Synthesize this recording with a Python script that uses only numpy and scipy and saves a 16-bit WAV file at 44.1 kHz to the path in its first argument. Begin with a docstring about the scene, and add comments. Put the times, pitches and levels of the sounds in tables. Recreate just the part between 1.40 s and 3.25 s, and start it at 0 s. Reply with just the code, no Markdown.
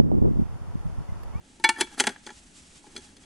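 """Outdoors, close by, a metal screw lid is put on a large glass jar full of berries.
The loose lid clinks on the rim and snaps over the thread as the hand presses it down,
then scrapes round and ticks tight. Each touch makes a sharp crack, rings the lid and
knocks the hollow jar. A hand slides down the glass with a soft hiss.
Faint outdoor air and a low rumble lie underneath."""
import sys
import numpy as np
from scipy import signal
from scipy.fft import rfft, irfft, next_fast_len
from scipy.io import wavfile
from scipy.ndimage import map_coordinates

SR = 44100
rng = np.random.default_rng(int(sys.argv[2]) if len(sys.argv) > 2 else 0)


def generate_wav(signal):
    """Clip the signal to [-1, 1] and save it as 16-bit WAV at the path in sys.argv[1]."""
    frames = np.transpose(np.atleast_2d(signal))
    scaled = np.clip(frames, -1, 1) * 32767
    pcm = np.round(scaled).astype(np.int16)
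    wavfile.write(sys.argv[1], SR, pcm)


N = 81585
TIME_S = np.arange(N) / SR
HIT_TIME_S = np.arange(int(.3 * SR)) / SR  # the clock for one hit
LID_ATTACK_S, KNOCK_ATTACK_S = .0017, .0019


# Each time the lid hits the glass. The ring is favoured at centre_hz; ring_length scales its fade time.
# start_s, ring_db, centre_hz, falloff_db_per_octave, ring_length, crack_db, tilt_db_per_octave, knock_db
LID_HITS = [(.198, -39, 810, 15, 0.73, -48.5, 3, -42.5),
            (0.2403, -14.5, 1950, 6.5, 1.4, -18.5, -0.5, -34.5),
            (0.244, -10.5, 2100, 2.5, 0.96, -18, -0.5, -27),
            (0.2908, -12.5, 1090, 7.5, 0.94, -13.5, -0.5, -29),
            (0.361, -34.5, 1750, 22, 2.2, -66, -17, -59), (0.4093, -17.5, 3400, 17, 0.3, -16, 2, -24),
            (.4122, -17.5, 3280, 0, 0.41, -16.5, -1.5, -24.5), (0.424, -28, 3000, 5.5, 0.72, -30, -10, -33),
            (.471, -42, 1700, 8, 0.37, -45, -4, -57), (0.5991, -18.5, 1930, 3.5, 0.41, -12, -2.5, -23.5),
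            (.604, -22, 1600, 0, 0.42, -14, -0.5, -22), (0.619, -35.5, 1980, 10, 1, -41, 17, -58),
            (.639, -32, 1600, 7, .6, -25, -4, -43), (0.6692, -16.5, 1890, 9, 0.38, -19.5, 0, -41),
            (0.6731, -21.5, 850, 3, 0.32, -18, -4.5, -29), (.692, -64, 900, 5, 0.58, -29, -3.5, -28.5),
            (0.7614, -27, 1670, 12, 0.093, -58, 0, -77), (0.865, -33, 4500, 7, 0.26, -44.5, 4, -35),
            (0.8708, -38, 850, 6, 0.39, -38.5, -4, -40), (.891, -31.5, 1700, 15.5, 0.29, -49, -7, -50),
            (.903, -40, 850, 3, 0.42, -44, -3.5, -44), (1.442, -45, 850, 13, .35, -61, -6, -50),
            (1.467, -48, 850, 12, 0.3, -54, -2.5, -41.5), (1.554, -54, 860, 1, 0.74, -51, 11, -38),
            (1.5637, -27.5, 4100, 19, 0.4, -33.5, -1.5, -57), (1.577, -55, 850, -2, 0.82, -41, 4.5, -37.5),
            (1.767, -47, 4500, 7.5, 0.44, -51, 10, -49.5), (1.784, -69.5, 850, 3, 0.64, -67, 3, -50),
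            (1.835, -51, 3000, 9, 0.51, -58, -7, -69)]
def lid_clinks(hush_db=16, hush_s=.002):
    """Each hit hushes the ringing lid, rings it again, cracks and knocks the jar."""
    ringing, impacts = np.zeros(N), np.zeros(N)
    for start_s, ring_db, centre_hz, falloff, ring_length, crack_db, tilt, knock_db in LID_HITS:
        ringing *= amp(-hush_db * np.clip((TIME_S - start_s) / hush_s, 0, 1))
        pitch_hz, level_db, fade_s = lid_tones(start_s)
        level_db = level_db - falloff * abs(np.log2(pitch_hz / centre_hz))
        clink = ring(pitch_hz, level_db, fade_s * ring_length, LID_ATTACK_S)
        add(ringing, start_s, amp(ring_db) * clink)
        add(impacts, start_s, amp(crack_db) * crack(start_s, tilt))
        add(impacts, start_s, amp(knock_db) * jar_knock(start_s))
    return ringing + impacts


# The metal lid's own tones: loose_hz, tight_hz, loose_db, tight_db, fade_s
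LID_TONES = [(905.7, 845, -6, 4, 0.125), (880.6, 970, -9.5, -8.5, 0.2), (1369, 1370, -16.5, -5.5, 0.12),
             (1470, 1710, -22.5, -2, 0.14), (1792, 1640, 3.5, -10, .075), (1890, 1890, -15.5, 1.5, 0.061),
             (2249, 2295, 2, -3.5, 0.089), (2695, 4500, -18, -10, 0.15), (2758, 3800, -15, -13, 0.1),
             (3400, 3330, -8, 3, 0.12), (4160, 4270, -9.5, -2, 0.084), (4910, 4900, -12, 4, 0.044),
             (6000, 6280, -16, 6, 0.066), (8460, 8400, -19, -24, 0.061)]
def lid_tones(time_s):
    """The lid's tones shift as it settles on the rim."""
    return tones_at(LID_TONES, time_s)


# How firmly the lid sits: time_s, tightness (0 loose, 1 tight)
LID_TIGHTNESS = [(.25, 0.08), (.295, .08), (.41, .35), (.5, 0.99)]
def loose_to_tight(loose, tight, time_s):
    """Slide from the loose value to the tight one as the lid is pressed down."""
    tightness = np.interp(time_s, *np.transpose(LID_TIGHTNESS))
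    return loose + tightness * (tight - loose)


# How long a crack lasts, from bass to treble: pitch_hz, fade_s
CRACK_FADES = [(200, 0.062), (1500, 0.04), (4000, .03), (10000, 0.029)]
def crack(start_s, tilt):
    """Metal striking glass gives a sharp burst of noise."""
    burst = fade_by_band(rng.standard_normal(len(HIT_TIME_S)), CRACK_FADES)
    return colour_keeping_attack(burst, crack_colour(start_s, tilt))


# The crack's colour, its mix of low and high: pitch_hz, loose_db, tight_db
CRACK_COLOUR = [(102, -33, -18.5), (200, -10, -9), (400, -5, -5.5), (560, -21, -12.5), (720, -23, -6),
                (1080, -5, -8), (1450, -2, 2.5), (3200, -2, 0.5), (4200, 4, 0), (5670, -5.5, -2),
                (8400, -2.5, 2.5), (11000, -6, -6.5), (12500, -27, -10.5)]
def crack_colour(time_s, tilt=0):
    """A tight lid passes more bass into the jar; a positive tilt adds treble."""
    pitch_hz, loose_db, tight_db = np.transpose(CRACK_COLOUR)
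    return np.c_[pitch_hz, loose_to_tight(loose_db, tight_db, time_s) + tilt * octaves(pitch_hz)]


# The hollow jar's own tones: loose_hz, tight_hz, loose_db, tight_db, fade_s
JAR_TONES = [(190, 160, -38, -11, 0.039), (286, 245.7, -11.5, -2.5, 0.066), (320.3, 341, -4.5, -4, 0.065),
             (347.4, 385, -0.5, -7.5, 0.097), (400, 520, -18.5, -14, 0.054)]
def jar_knock(start_s):
    """The hollow jar answers a hit with a short, low knock."""
    return ring(*tones_at(JAR_TONES, start_s), KNOCK_ATTACK_S)


# How loudly the thread scrapes: time_s, level_db
SCRAPE_LEVELS = [(.17, -68.5), (.33, -60), (.37, -49), (.4, -35), (.45, -63), (.49, -60), (.545, -46),
                 (.568, -68), (.582, -33.5), (.63, -52), (.66, -42.5), (.71, -45), (.745, -57), (.8, -68.5),
                 (1.42, -69), (1.53, -60.5), (1.6, -62), (1.69, -59.5), (1.73, -68), (1.8, -66.5),
                 (1.84, -62.5)]
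# The colour of the scrape: pitch_hz, level_db
SCRAPE_SPECTRUM = [(100, -14), (300, 13), (600, -5.5), (1800, 3.5), (4000, -27.5), (8000, -8.5),
                   (11000, -7)]
def thread_scrape(tight_s=.5, ring_db=-1.5, ring_length=.55, tilt_db_per_octave=-1.5):
    """The lid grates along the thread; being pressed, it rings shorter and duller."""
    slips = tiny_slips()
    pitch_hz, level_db, fade_s = lid_tones(tight_s)
    level_db = level_db + tilt_db_per_octave * octaves(pitch_hz)
    pressed_lid = ring(pitch_hz, level_db, fade_s * ring_length, LID_ATTACK_S)
    ringing = unit(signal.fftconvolve(slips, pressed_lid)[:N])  # every slip rings the lid
    grating = coloured(slips, SCRAPE_SPECTRUM)
    return amp(over_time(SCRAPE_LEVELS)) * unit(grating + amp(ring_db) * ringing)


# The drag that builds up to each snap: snap_s, peak_db, rise_s
THREAD_DRAGS = [(0.2416, -33, 0.0021), (0.4084, -25, 0.0034), (0.5978, -22.5, 0.0058),
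                (0.6675, -37.5, 0.0049)]
def thread_drag(tight_s=.5):
    """The lid drags harder just before it snaps over the thread."""
    swell = np.zeros(N)
    for snap_s, peak_db, rise_s in THREAD_DRAGS:
        swell += amp(peak_db) * np.exp(-abs(TIME_S - snap_s) / rise_s) * (TIME_S < snap_s)
    return swell * coloured(tiny_slips(), crack_colour(tight_s))


def tiny_slips(slips_per_s=2500, spread_db=6.5):
    """Metal moves over glass in many tiny jerks of random size."""
    happens = rng.random(N) < slips_per_s / SR
    direction = rng.choice([-1, 1], N)
    size = amp(spread_db * np.clip(rng.standard_normal(N), -2, 2))
    return happens * direction * size


# How loudly skin rubs on lid and glass: time_s, level_db
HAND_LEVELS = [(0, -67.5), (.08, -57), (.13, -60), (.44, -65), (.53, -54.5), (.66, -65), (.78, -62),
               (.88, -52.5), (.95, -55), (1.0, -55), (1.08, -59.5), (1.16, -51), (1.27, -59), (1.38, -53.5),
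               (1.425, -62.5), (1.53, -55), (1.635, -54), (1.648, -49), (1.71, -59.5), (1.85, -60.5)]
# The colour of the rubbing: pitch_hz, level_db
HAND_COLOUR = [(590, -45), (1000, -10), (1750, -8), (1920, -6), (2190, -6), (2670, -4), (4240, -4),
               (8310, -1.5), (11000, -11.5), (14300, -57), (22000, -120)]
def hand_rub(gain_db=-.5, flutter_db=1.77, flutters_per_s=55):
    """Skin sliding on the jar makes a soft, uneven hiss."""
    random_points = rng.standard_normal(N // 100)
    flutter = map_coordinates(random_points, [TIME_S * flutters_per_s], mode="wrap")  # joined smoothly
    level_db = gain_db + over_time(HAND_LEVELS) + flutter_db * flutter
    return pan(amp(level_db) * wide_noise(HAND_COLOUR), left_db=-.34)


# How long the nearby echo lasts: pitch_hz, fade_s
ECHO_FADES = [(200, .16), (2000, 0.42), (10000, 0.16)]
# The colour of that echo: pitch_hz, level_db
ECHO_COLOUR = [(200, -4), (2000, -7), (4000, -2.5), (10000, 4)]
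def nearby_echo(sound, level_db=-16):
    """Sound scatters back from a crate, the person's body and the ground."""
    tails = fade_by_band(wide_noise(ECHO_COLOUR)[:, :len(HIT_TIME_S)], ECHO_FADES)
    tails /= np.linalg.norm(tails[0])
    return amp(level_db) * signal.fftconvolve(sound[None], tails, axes=1)[:, :N]


# The colour of the outdoor air: pitch_hz, level_db
AIR_COLOUR = [(20, 1), (100, -6.5), (180, -0.5), (290, 0), (450, -13.5), (650, -13.5), (850, -16.5),
              (1100, -22), (3000, -21.5), (8000, -36.5)]
# How loud the low rumble is: time_s, level_db
RUMBLE_LEVELS = [(0, -71), (.45, -63), (.92, -68), (1.02, -54.5), (1.12, -65), (1.45, -65), (1.6, -57.5),
                 (1.7, -60), (1.85, -67)]
# The colour of the rumble: pitch_hz, level_db
RUMBLE_SPECTRUM = [(15, -6), (40, 2.5), (70, 2.5), (120, -16), (250, -37), (1000, -82)]
def outdoor_air(air_db=-57.5):
    """Faint, steady air and a low rumble that comes and goes."""
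    air = amp(air_db) * wide_noise(AIR_COLOUR)
    rumble = amp(over_time(RUMBLE_LEVELS)) * wide_noise(RUMBLE_SPECTRUM)
    return air + rumble


# How wide the jar sounds (higher is wider): pitch_hz, width_db
JAR_WIDTH = [(200, -22.5), (900, -20.5), (2000, -16.5), (4000, -9), (10000, -7)]
def spread_jar(sound, delay_s=.0003):
    """Left and right move together in the bass and drift out of step in the treble."""
    side = filtered(sound, lambda hz: 1j * amp(at_pitch(JAR_WIDTH, hz)) * np.sin(2 * np.pi * hz * delay_s))
    return pan(np.array([sound + side, sound - side]), left_db=.5)


# How wide the hand, echo and air sound: pitch_hz, width_db
HISS_WIDTH = [(40, -23), (300, -9), (1500, 2), (5000, -9.5), (10000, -8)]
def wide_noise(colour):
    """Stereo noise: both ears share the middle and get the side with opposite signs."""
    middle, side = coloured(rng.standard_normal((2, N)), colour)
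    side = filtered(side, lambda hz: amp(at_pitch(HISS_WIDTH, hz)))
    return unit(np.array([middle + side, middle - side]))


def tones_at(table, time_s):
    """Pitches, levels and fade times for how tight the lid is at this moment."""
    loose_hz, tight_hz, loose_db, tight_db, fade_s = np.transpose(table)
    return loose_to_tight(loose_hz, tight_hz, time_s), loose_to_tight(loose_db, tight_db, time_s), fade_s


def ring(pitch_hz, level_db, fade_s, attack_s, detune=.002, scatter_db=1, waver_rad=.02):
    """Struck tones that fall 60 dB in fade_s, a little different at each hit."""
    pitch_luck, level_luck = rng.standard_normal((2, len(pitch_hz), 1))
    # The lid shifts on the rim, so the tones waver, the high ones most.
    wander = rng.standard_normal((len(pitch_hz), len(HIT_TIME_S))).cumsum(1)
    waver = waver_rad * np.sqrt(pitch_hz[:, None] / pitch_hz.max()) * wander
    phase = 2 * np.pi * pitch_hz[:, None] * (1 + detune * pitch_luck) * HIT_TIME_S + waver
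    loudness = amp(level_db[:, None] + scatter_db * level_luck - 60 * HIT_TIME_S / fade_s[:, None])
    return (loudness * np.sin(phase)).sum(0) * (1 - np.exp(-HIT_TIME_S / attack_s))


def fade_by_band(sound, fades):
    """Split a sound from low to high; each band falls 60 dB in its own fade_s."""
    pitch_hz, fade_times = np.transpose(fades)
    faded = 0
    for weights, fade_s in zip(np.eye(len(pitch_hz)), fade_times):
        band = filtered(sound, lambda hz: at_pitch(np.c_[pitch_hz, weights], hz))
        faded += band * amp(-60 * HIT_TIME_S / fade_s)
    return faded


def colour_keeping_attack(sound, colour):
    """Colour a sound without smearing its sharp start."""
    size = next_fast_len(2 * len(sound))
    gain = unit(amp(at_pitch(colour, np.fft.rfftfreq(size, 1 / SR))))
    cepstrum = irfft(np.log(gain), size)
    # Move the filter's early half to after the hit (minimum phase).
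    cepstrum[1:size // 2] *= 2
    cepstrum[size // 2 + 1:] = 0
    return irfft(rfft(sound, size) * np.exp(rfft(cepstrum)), size)[:len(sound)]


def coloured(sound, colour):
    """Give a sound its mix of low and high, at an average level of 1."""
    return unit(filtered(sound, lambda hz: amp(at_pitch(colour, hz))))


def filtered(sound, gain):
    """Turn each pitch up or down by gain(hz)."""
    length = sound.shape[-1]
    size = next_fast_len(2 * length)
    return irfft(rfft(sound, size) * gain(np.fft.rfftfreq(size, 1 / SR)), size)[..., :length]


def at_pitch(table, hz):
    """Read between a table's rows on a musical (log) pitch scale."""
    pitch_hz, values = np.transpose(table)
    return np.interp(np.log(hz + 1), np.log(pitch_hz + 1), values)


def over_time(table):
    """Read between a table's rows at every sample."""
    return np.interp(TIME_S, *np.transpose(table))


def octaves(hz):
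    """Octaves above the middle of the lid's range."""
    return np.log2(np.maximum(hz, 400) / 2000)


def amp(db):
    """Turn decibels into a multiplier."""
    return 10 ** (np.asarray(db) / 20)


def unit(sound):
    """Scale to an average (rms) level of 1."""
    return sound / np.sqrt(np.mean(sound ** 2) + 1e-20)


def pan(stereo, left_db):
    """Lean a sound to the left, or to the right if negative."""
    return stereo * amp([[left_db], [-left_db]])


def add(track, start_s, sound):
    """Mix a sound in at start_s."""
    part = track[round(start_s * SR):][:len(sound)]
    part += sound[:len(part)]


def scene():
    """The jar gives off little bass; its echo, the hand and the air lie around it."""
    bass_cut = signal.butter(3, 147, "high", fs=SR, output="sos")  # below 147 Hz
    jar = signal.sosfilt(bass_cut, lid_clinks() + thread_scrape() + thread_drag())
    return spread_jar(jar) + nearby_echo(jar) + hand_rub() + outdoor_air()


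def record(dry):
    """Round off the loudest peaks, turn down the top treble and cut everything above it."""
    ceiling, treble_hz, treble_db, cut_hz = .8, 11250, -27, 15300
    rounded = dry / (1 + abs(dry / ceiling) ** 8) ** (1 / 8)

    def treble_gain(hz):
        steep_drop = 1 / np.sqrt(1 + (hz / treble_hz) ** 120)
        return np.maximum(steep_drop, amp(treble_db)) * (hz < cut_hz)
    return filtered(rounded, treble_gain)


dry = scene()
out = record(dry)
generate_wav(out)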